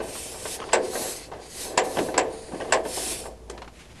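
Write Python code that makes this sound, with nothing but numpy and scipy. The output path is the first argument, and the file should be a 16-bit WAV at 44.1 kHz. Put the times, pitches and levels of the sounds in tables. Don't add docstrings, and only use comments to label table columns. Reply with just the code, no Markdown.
import sys
import numpy as np
from scipy import signal
from scipy.fft import rfft, irfft, next_fast_len
from scipy.io import wavfile
from scipy.ndimage import uniform_filter1d, map_coordinates

SR = 44100
rng = np.random.default_rng(int(sys.argv[2]) if len(sys.argv) > 2 else 0)


def waveform_to_disk(signal):
    frames = np.transpose(np.atleast_2d(signal))
    scaled = np.clip(frames, -1, 1) * 32767
    samples = np.round(scaled).astype(np.int16)
    wavfile.write(sys.argv[1], SR, samples)


N = 176400

# (frequency [Hz], level [dB], t60 [s])
CASTING_MODES = [(209.7, -23.5, 1), (293.3, -21, 1), (368.3, -4.5, 0.8), (447.7, -1, 1), (512, 0.5, 0.62),
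                 (616, -3, 0.21), (648, 0.5, 0.48), (750, 3, 0.34), (973, 3, 0.073), (1060, -20, 0.063),
                 (1538, 8.5, 0.057), (1754, 6.5, 0.033), (2055, -4, 0.084), (2670, -4.5, 0.086)]


def amp(db):
    return 10 ** (np.asarray(db) / 20)


def unit(x):
    return x / np.sqrt(np.mean(x ** 2) + 1e-20)


def along(points, hz):
    f, v = np.transpose(points)
    return np.interp(np.log(hz + 1), np.log(f + 1), v)


def pitched(points, factor):
    return [(hz * factor, db) for hz, db in points]


def clock(size=N):
    return np.arange(size) / SR


def level(rows):
    return amp(np.interp(clock(), *np.transpose(rows)))


def wobble(rate):
    return map_coordinates(rng.standard_normal(1024), [clock() * rate], mode="wrap")


def filtered(x, response):
    size = next_fast_len(len(x) + 8192)
    hz = np.fft.rfftfreq(size, 1 / SR)
    return irfft(rfft(x, size) * response(hz), size)[:len(x)]


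def noise(spectrum, size=N):
    return unit(filtered(rng.standard_normal(size), lambda hz: amp(along(spectrum, hz))))


def add(out, s, sound):
    i = max(0, round(s * SR))
    out[i:i + len(sound)] += sound[:max(0, N - i)]


def burst(spectrum, t60, attack_s=0.0003):
    t = clock(SR // 2)
    return noise(spectrum, len(t)) * amp(-60 * t / t60) * (1 - np.exp(-t / attack_s))


def crash(spectrum, t60_scale=1.0, attack_s=0.0017):
    # (frequency [Hz], t60 [s])
    iron_decay = [(200, 0.5), (500, 0.44), (1000, .24), (2000, .15), (4000, 0.12), (9000, 0.044)]
    hz, s, bands = signal.stft(noise(spectrum, SR // 2), SR, nperseg=256)
    t60 = t60_scale * along(iron_decay, hz)[:, None]
    ringing = signal.istft(bands * amp(-60 * s / t60), SR, nperseg=256)[1]
    return ringing * (1 - np.exp(-clock(len(ringing)) / attack_s))


def ring(table, tilt_db=0, scatter_db=2, attack_s=0.0024):
    t = clock(SR // 2)
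    hz, db, t60 = np.transpose(table)[:, :, None]
    tilt = tilt_db * np.log2(np.minimum(hz, 600))
    gain = amp(db + tilt + scatter_db * rng.standard_normal(hz.shape))
    modes = gain * amp(-60 * t / t60) * np.sin(2 * np.pi * (hz * t + rng.random(hz.shape)))
    return modes.sum(0) / np.sqrt(np.sum(gain ** 2) / 2) * (1 - np.exp(-t / attack_s))


def yard(rumble_db=-48, hum_hz=56.7, drift_cycles=0.04, waver_db=2, rough_db=2):
    # (frequency [Hz], level [dB])
    rumble_spectrum = [(20, -1.5), (35, -8), (58, 1), (100, -2.5), (170, -7), (400, -13.5), (900, -20.5),
                       (2000, -31.5), (6000, -31.5), (11000, -36), (13000, -31.5)]
    cloth_spectrum = [(300, 12), (1000, 2), (2300, 7.5), (4500, 0.5), (8000, -4), (12500, -10)]
    # (time [s], level [dB])
    hum_envelope = [(0, -56), (2.6, -58), (3.1, -47), (3.7, -46), (4, -69)]
    sleeve_envelope = [(0, -56), (3.5, -109), (3.7, -62), (3.8, -46.5), (3.88, -54), (4, -49)]
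    cycles = hum_hz * clock() + drift_cycles * wobble(3.48)
    hum = np.sqrt(2) * np.sin(2 * np.pi * cycles) * amp(waver_db * wobble(5.03))
    sleeve = level(sleeve_envelope) * noise(cloth_spectrum) * amp(rough_db * wobble(50))
    return amp(rumble_db) * noise(rumble_spectrum) + level(hum_envelope) * hum + sleeve


def gears(rough_db=1.5, ring_db=-8.5, bandwidth_hz=17):
    # (frequency [Hz], level [dB])
    rub_spectrum = [(60, -14.5), (200, -7.5), (300, -2), (420, 0.5), (600, -3), (780, -5.5), (1100, -13.5),
                    (1400, -25), (1700, -18.5), (3000, -25.5), (9000, -36)]
    # (time [s], level [dB])
    grumble_envelope = [(0, -32), (.2, -44), (.45, -42), (.7, -38), (.9, -38.5), (1.07, -33), (1.24, -49),
                        (1.38, -37), (1.52, -51), (1.66, -36.5), (1.76, -34.5), (1.92, -33), (2.06, -33.5),
                        (2.28, -35), (2.44, -45.5), (2.66, -32), (2.86, -38.5), (3.12, -37.5), (3.3, -45),
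                        (3.45, -55.5), (3.53, -38.5), (3.72, -55), (4, -58)]

    def casting(f):
        loss = 1j * f * bandwidth_hz
        return sum(amp(db) * loss / (hz * hz - f * f + loss) for hz, db, _ in CASTING_MODES)

    rub = unit(noise(rub_spectrum) * amp(rough_db * wobble(70)))
    resonance = amp(ring_db) * unit(filtered(rub, casting))
    return level(grumble_envelope) * unit(rub + resonance)


def scrapes(slip_hz=190, slip_t60_s=0.02, scatter_db=3, lift_db=1.5):
    # (start [s], duration [s], level [dB])
    strokes = [(0.599, .043, -31.5), (0.721, .011, -34), (1.96, .008, -33), (1.968, .03, -25),
               (2.545, .012, -36), (2.604, .018, -31), (2.633, .024, -42.5), (2.693, .022, -40)]
    # (frequency [Hz], level [dB])
    slip_spectrum = [(600, -1.5), (1100, 10.5), (1350, -21), (1650, 4.5), (2200, -7.5), (3000, 3),
                     (3800, -16), (6000, -12.5), (12000, -56)]
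    out = np.zeros(N)
    for s, length, db in strokes:
        for when in np.arange(0, length, 1 / slip_hz):
            jitter_s = rng.normal(0, 0.36) / slip_hz
            force = amp(db + lift_db + rng.normal(0, scatter_db))
            add(out, s + when + jitter_s, force * burst(slip_spectrum, slip_t60_s))
    return out


def pings(t60_s=0.079, spread=0.077):
    # (time [s], centre frequency [Hz], level [dB])
    strikes = [(0.617, 1170, -30.5), (0.638, 1260, -40), (0.955, 1730, -30), (1.322, 870, -32),
               (2.606, 1754, -33), (3.256, 960, -45), (3.499, 440, -31.5), (3.619, 1170, -56)]
    out = np.zeros(N)
    for s, hz, db in strikes:
        pair = [(hz * (1 + side * spread), 0, t60_s) for side in (-1, 1)]
        add(out, s, amp(db) * ring(pair, attack_s=0.00059))
    return out


def knocks(t60_scale=0.65, ring_db=-3, tick_body_db=-20):
    # (time
    # [s], body [dB], clink [dB], pitch factor [ratio])
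    blows = [(0.002, -29.5, -34.5, 0.88), (0.152, -45, -32, 0.58), (0.341, -37.5, -47, 1.4),
             (0.453, -33, -28.5, 1.14), (0.587, -36.5, -48, 1.05), (0.688, -56, -33.5, 0.87),
             (0.756, -25.5, -34, 0.93), (0.857, -43, -41, 0.56), (0.93, -36.5, -47, 1.35),
             (0.952, -27.5, -32.5, 0.88), (1.315, -35.5, -40, 1.2), (1.334, -40, -39.5, 1.1),
             (1.969, -22.5, -31, 1), (1.987, -22.5, -25, 0.74), (2.086, -25.5, -48, 0.84),
             (2.141, -43, -27.5, 1.8), (2.165, -28, -38, 1.1), (2.485, -38, -53, 0.62),
             (2.52, -36, -48, 1.2), (2.544, -36, -52, 0.49), (2.604, -27.5, -46, 0.78),
             (2.85, -29, -34.5, 0.93), (2.972, -30.5, -44, 1.1), (3.237, -40.5, -54, 1.6),
             (3.256, -33.5, -44, 1.2)]
    # (time [s], level [dB])
    bumps = [(2.005, -23.5), (2.014, -21.5), (2.534, -25.5)]
    # (time [s], clink [dB], click [dB])
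    ticks = [(3.498, -34, -36), (3.577, -35.5, -56), (3.619, -32.5, -55), (3.645, -42, -66),
             (3.677, -39, -64)]
    # (frequency [Hz], level [dB])
    body_spectrum = [(80, -15), (250, -3.5), (420, 3), (650, 4.5), (1000, -1.5), (1350, -38), (3000, -55)]
    clink_spectrum = [(400, 10.5), (1050, 20.5), (1350, 13), (1650, 12), (3000, 8), (4500, 3.5),
                      (7000, -6.5), (12000, -49)]
    click_spectrum = [(1000, -8), (3000, 1), (8000, 9), (12500, -12)]
    bump_spectrum = [(60, -37), (150, -7), (190, 6), (235, 6.5), (320, 2), (450, 0), (900, -10),
                     (3000, -68)]
    out = np.zeros(N)
    for s, body_db, clink_db, pitch in blows:
        add(out, s, amp(body_db) * crash(pitched(body_spectrum, pitch), t60_scale, attack_s=0.00073))
        add(out, s, amp(body_db + ring_db) * ring(CASTING_MODES))
        add(out, s, amp(clink_db) * burst(clink_spectrum, t60=0.12, attack_s=0.0014))
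    for s, db in bumps:
        add(out, s, amp(db) * burst(bump_spectrum, t60=0.15, attack_s=0.0009))
    for s, clink_db, click_db in ticks:
        add(out, s, amp(clink_db) * burst(clink_spectrum, t60=0.075))
        add(out, s, amp(click_db) * burst(click_spectrum, t60=0.075))
        add(out, s, amp(clink_db + tick_body_db) * crash(body_spectrum, t60_scale))
    return out


def reflected(x, count=12, spread_s=0.012, strength_db=-8.5):
    out = x.copy()
    for when, size in zip(rng.random(count), unit(rng.standard_normal(count))):
        add(out, spread_s * when, amp(strength_db) * size / np.sqrt(count) * x)
    return out / np.sqrt(1 + amp(strength_db) ** 2)


def turbulence(x, depth_db=1.6):
    bands = signal.stft(x, nperseg=512)[2]
    patches = uniform_filter1d(rng.standard_normal(bands.shape), size=4, axis=0)
    patches = uniform_filter1d(patches, size=16, axis=1)
    return signal.istft(bands * amp(depth_db * unit(patches)), nperseg=512)[1][:N]


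def split(x, crossover_hz=8700):
    body = filtered(x, lambda hz: 1 / (1 + (hz / crossover_hz) ** 10))
    return body, x - body


def jet(cock, tilt_db, width_hz=280):
    # (frequency [Hz], level [dB])
    hiss_spectrum = [(300, -10), (1300, -8.5), (2500, -3), (3300, -4.5), (4300, -1.5), (6500, -1.5),
                     (8400, 0), (9400, -0.5), (10500, -2.5), (11500, -2), (12600, 1), (13400, -8)]
    ports = {"first": [(2480, 4.5), (3080, 2.5), (3540, 3), (5350, 4.5), (7520, 4), (8520, 5.5),
             (9250, 3.5), (10560, 4.5)], "second": [(1800, 2.5), (4050, 4.5), (6280, 3.5), (7950, 4.5),
             (10020, 4), (11380, 5)]}
    hiss = noise([(hz, db + tilt_db * np.log2(hz)) for hz, db in hiss_spectrum])
    passage = lambda f: amp(sum(db / (1 + (2 * (f - hz) / width_hz) ** 2) for hz, db in ports[cock]))
    return unit(filtered(hiss, passage))


def air(fizz_lift_db=2.24, fizz_power=1.16, sag_db_per_s=11, flutter_db=0.9):
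    # (opening [s], peak [s], rise [s], fall [s], level [dB], tilt [dB/octave],
    # bluntness of the swell [exponent], cock [name])
    puffs = [(0.0, 0.206, 0.17, 0.22, -37, -0.6, 2, "first"),
             (0.3, 0.548, 0.13, 0.026, -33, 0, 1.9, "first"),
             (0.82, 1.035, .145, .15, -31.8, -.3, 1.9, "second"),
             (1.36, 1.63, .085, .064, -31.7, -.1, 1.3, "second"),
             (2.825, 3.05, .155, .158, -29.6, -.3, 2.2, "first"),
             (1.828, 1.843, 0.036, 0.04, -37, -2, 2, "second"),
             (1.845, 1.999, 0.14, 0.13, -40, -1, 2.6, "second")]
    # (start [s], duration [s], level [dB], relative fizz [dB])
    draws = [(0.547, 0.32, -47.5, -3), (0.818, 0.072, -41.5, 1), (1.13, 0.16, -45.5, -15),
             (1.388, 0.34, -47, -6), (2.288, 0.55, -48.5, 4)]
    # (frequency [Hz], level [dB])
    suction_spectrum = [(500, -12), (2000, 2), (3300, -1.5), (4700, 6), (5900, -5), (6700, 2.5),
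                        (7700, -3.5), (9100, 3), (10500, -5.5), (11500, -10), (13000, -23)]
    puff_edge_s, draw_edge_s = 0.025, 0.039
    t, out = clock(), np.zeros(N)
    for opens, peak, rise, fall, db, tilt_db, blunt, cock in puffs:
        swell = np.exp(-np.abs((t - peak) / np.where(t < peak, rise, fall)) ** blunt)
        flow = swell * np.clip((t - opens) / puff_edge_s, 0, 1)
        body, fizz = split(jet(cock, tilt_db))
        out += amp(db) * (flow * body + amp(fizz_lift_db) * flow ** fizz_power * fizz)
    body, fizz = split(noise(suction_spectrum))
    for s, length, db, fizz_db in draws:
        valve = np.clip(np.minimum(t - s, s + length - t) / draw_edge_s, 0, 1)
        sag_db = sag_db_per_s * np.clip(t - s, 0, length)
        out += valve * amp(db - sag_db) * (body + amp(fizz_db) * fizz)
    return reflected(turbulence(out) * amp(flutter_db * wobble(60)))


def trip(steel_db=-15.5, stop_db=2.5, stop_delay_s=0.00173, casting_db=-3):
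    # (time [s], level [dB], casting ring [dB], crash pitch [ratio],
    # ring tilt [dB/octave], change by the last rebound [dB], steel pitch [ratio])
    snaps = [(0.7309, -14, -0.5, 0.98, -7, -5, 1.015), (1.775, -14, -2, 1.07, -5.5, -6.5, 0.96),
             (2.1777, -14, -4.5, 1.01, -4, -12, 0.99), (2.7225, -15.5, 5, 1.035, 4, -1, 1.007)]
    # (delay [s], sharp crack [dB], deep crash [dB])
    contacts = [(0.0, -2, -8), (0.0026, 2.5, -2), (0.0095, -11, -5), (0.019, -13, -8)]
    # (frequency [Hz], level [dB])
    crack_spectrum = [(300, -9), (1300, -47), (2000, 3), (2700, 8), (3500, -6.5), (4200, 0), (5200, 3.5),
                      (6400, -6), (7100, -2), (7550, 15), (8050, 6.5), (8450, -1), (10000, -12.5),
                      (13000, -40)]
    crash_spectrum = [(60, -28), (200, -22), (300, -4), (420, 3), (700, 0), (850, 0), (1020, 1.5),
                      (1330, -14.5), (1620, -1.5), (2200, -5.5), (2900, -9), (3600, -13.5), (8000, -12),
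                      (11000, -24)]
    steel_spectrum = [(5000, -30), (6800, -16), (7240, 3), (7420, -3), (7620, 5), (7850, 1), (8050, 2),
                      (8300, -14), (9500, -40)]
    # (frequency [Hz], level [dB], t60 [s])
    stop_modes = [(433, -19, 0.071), (664, -10, 0.06), (992, -3.5, 0.035), (1664, -9, 0.03)]
    out = np.zeros(N)
    for s, db, ring_db, pitch, tilt_db, rebound_db, steel_pitch in snaps:
        for delay, crack_db, crash_db in contacts:
            force = amp(db + rebound_db * delay / contacts[-1][0])
            crack = burst(pitched(crack_spectrum, steel_pitch), t60=0.019)
            steel = amp(steel_db) * burst(pitched(steel_spectrum, steel_pitch), t60=0.125)
            add(out, s + delay, force * amp(crack_db) * (crack + steel))
            add(out, s + delay, force * amp(crash_db) * crash(pitched(crash_spectrum, pitch)))
        add(out, s + stop_delay_s, amp(db + stop_db) * ring(stop_modes, attack_s=0.00022))
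        add(out, s, amp(db + casting_db + ring_db) * ring(CASTING_MODES, tilt_db))
    return out


def scene():
    return (trip() + knocks() + pings() + scrapes() + gears() + air() + yard())[None]


def record(dry):
    # (frequency [Hz], gain [dB])
    response = [(20, -2.5), (11000, 0), (12300, -9), (13000, -26), (13450, -20)]
    cutoff_hz = 13450
    return filtered(dry[0], lambda hz: amp(along(response, hz)) * (hz < cutoff_hz))[None]


dry = scene()
out = record(dry)
waveform_to_disk(out)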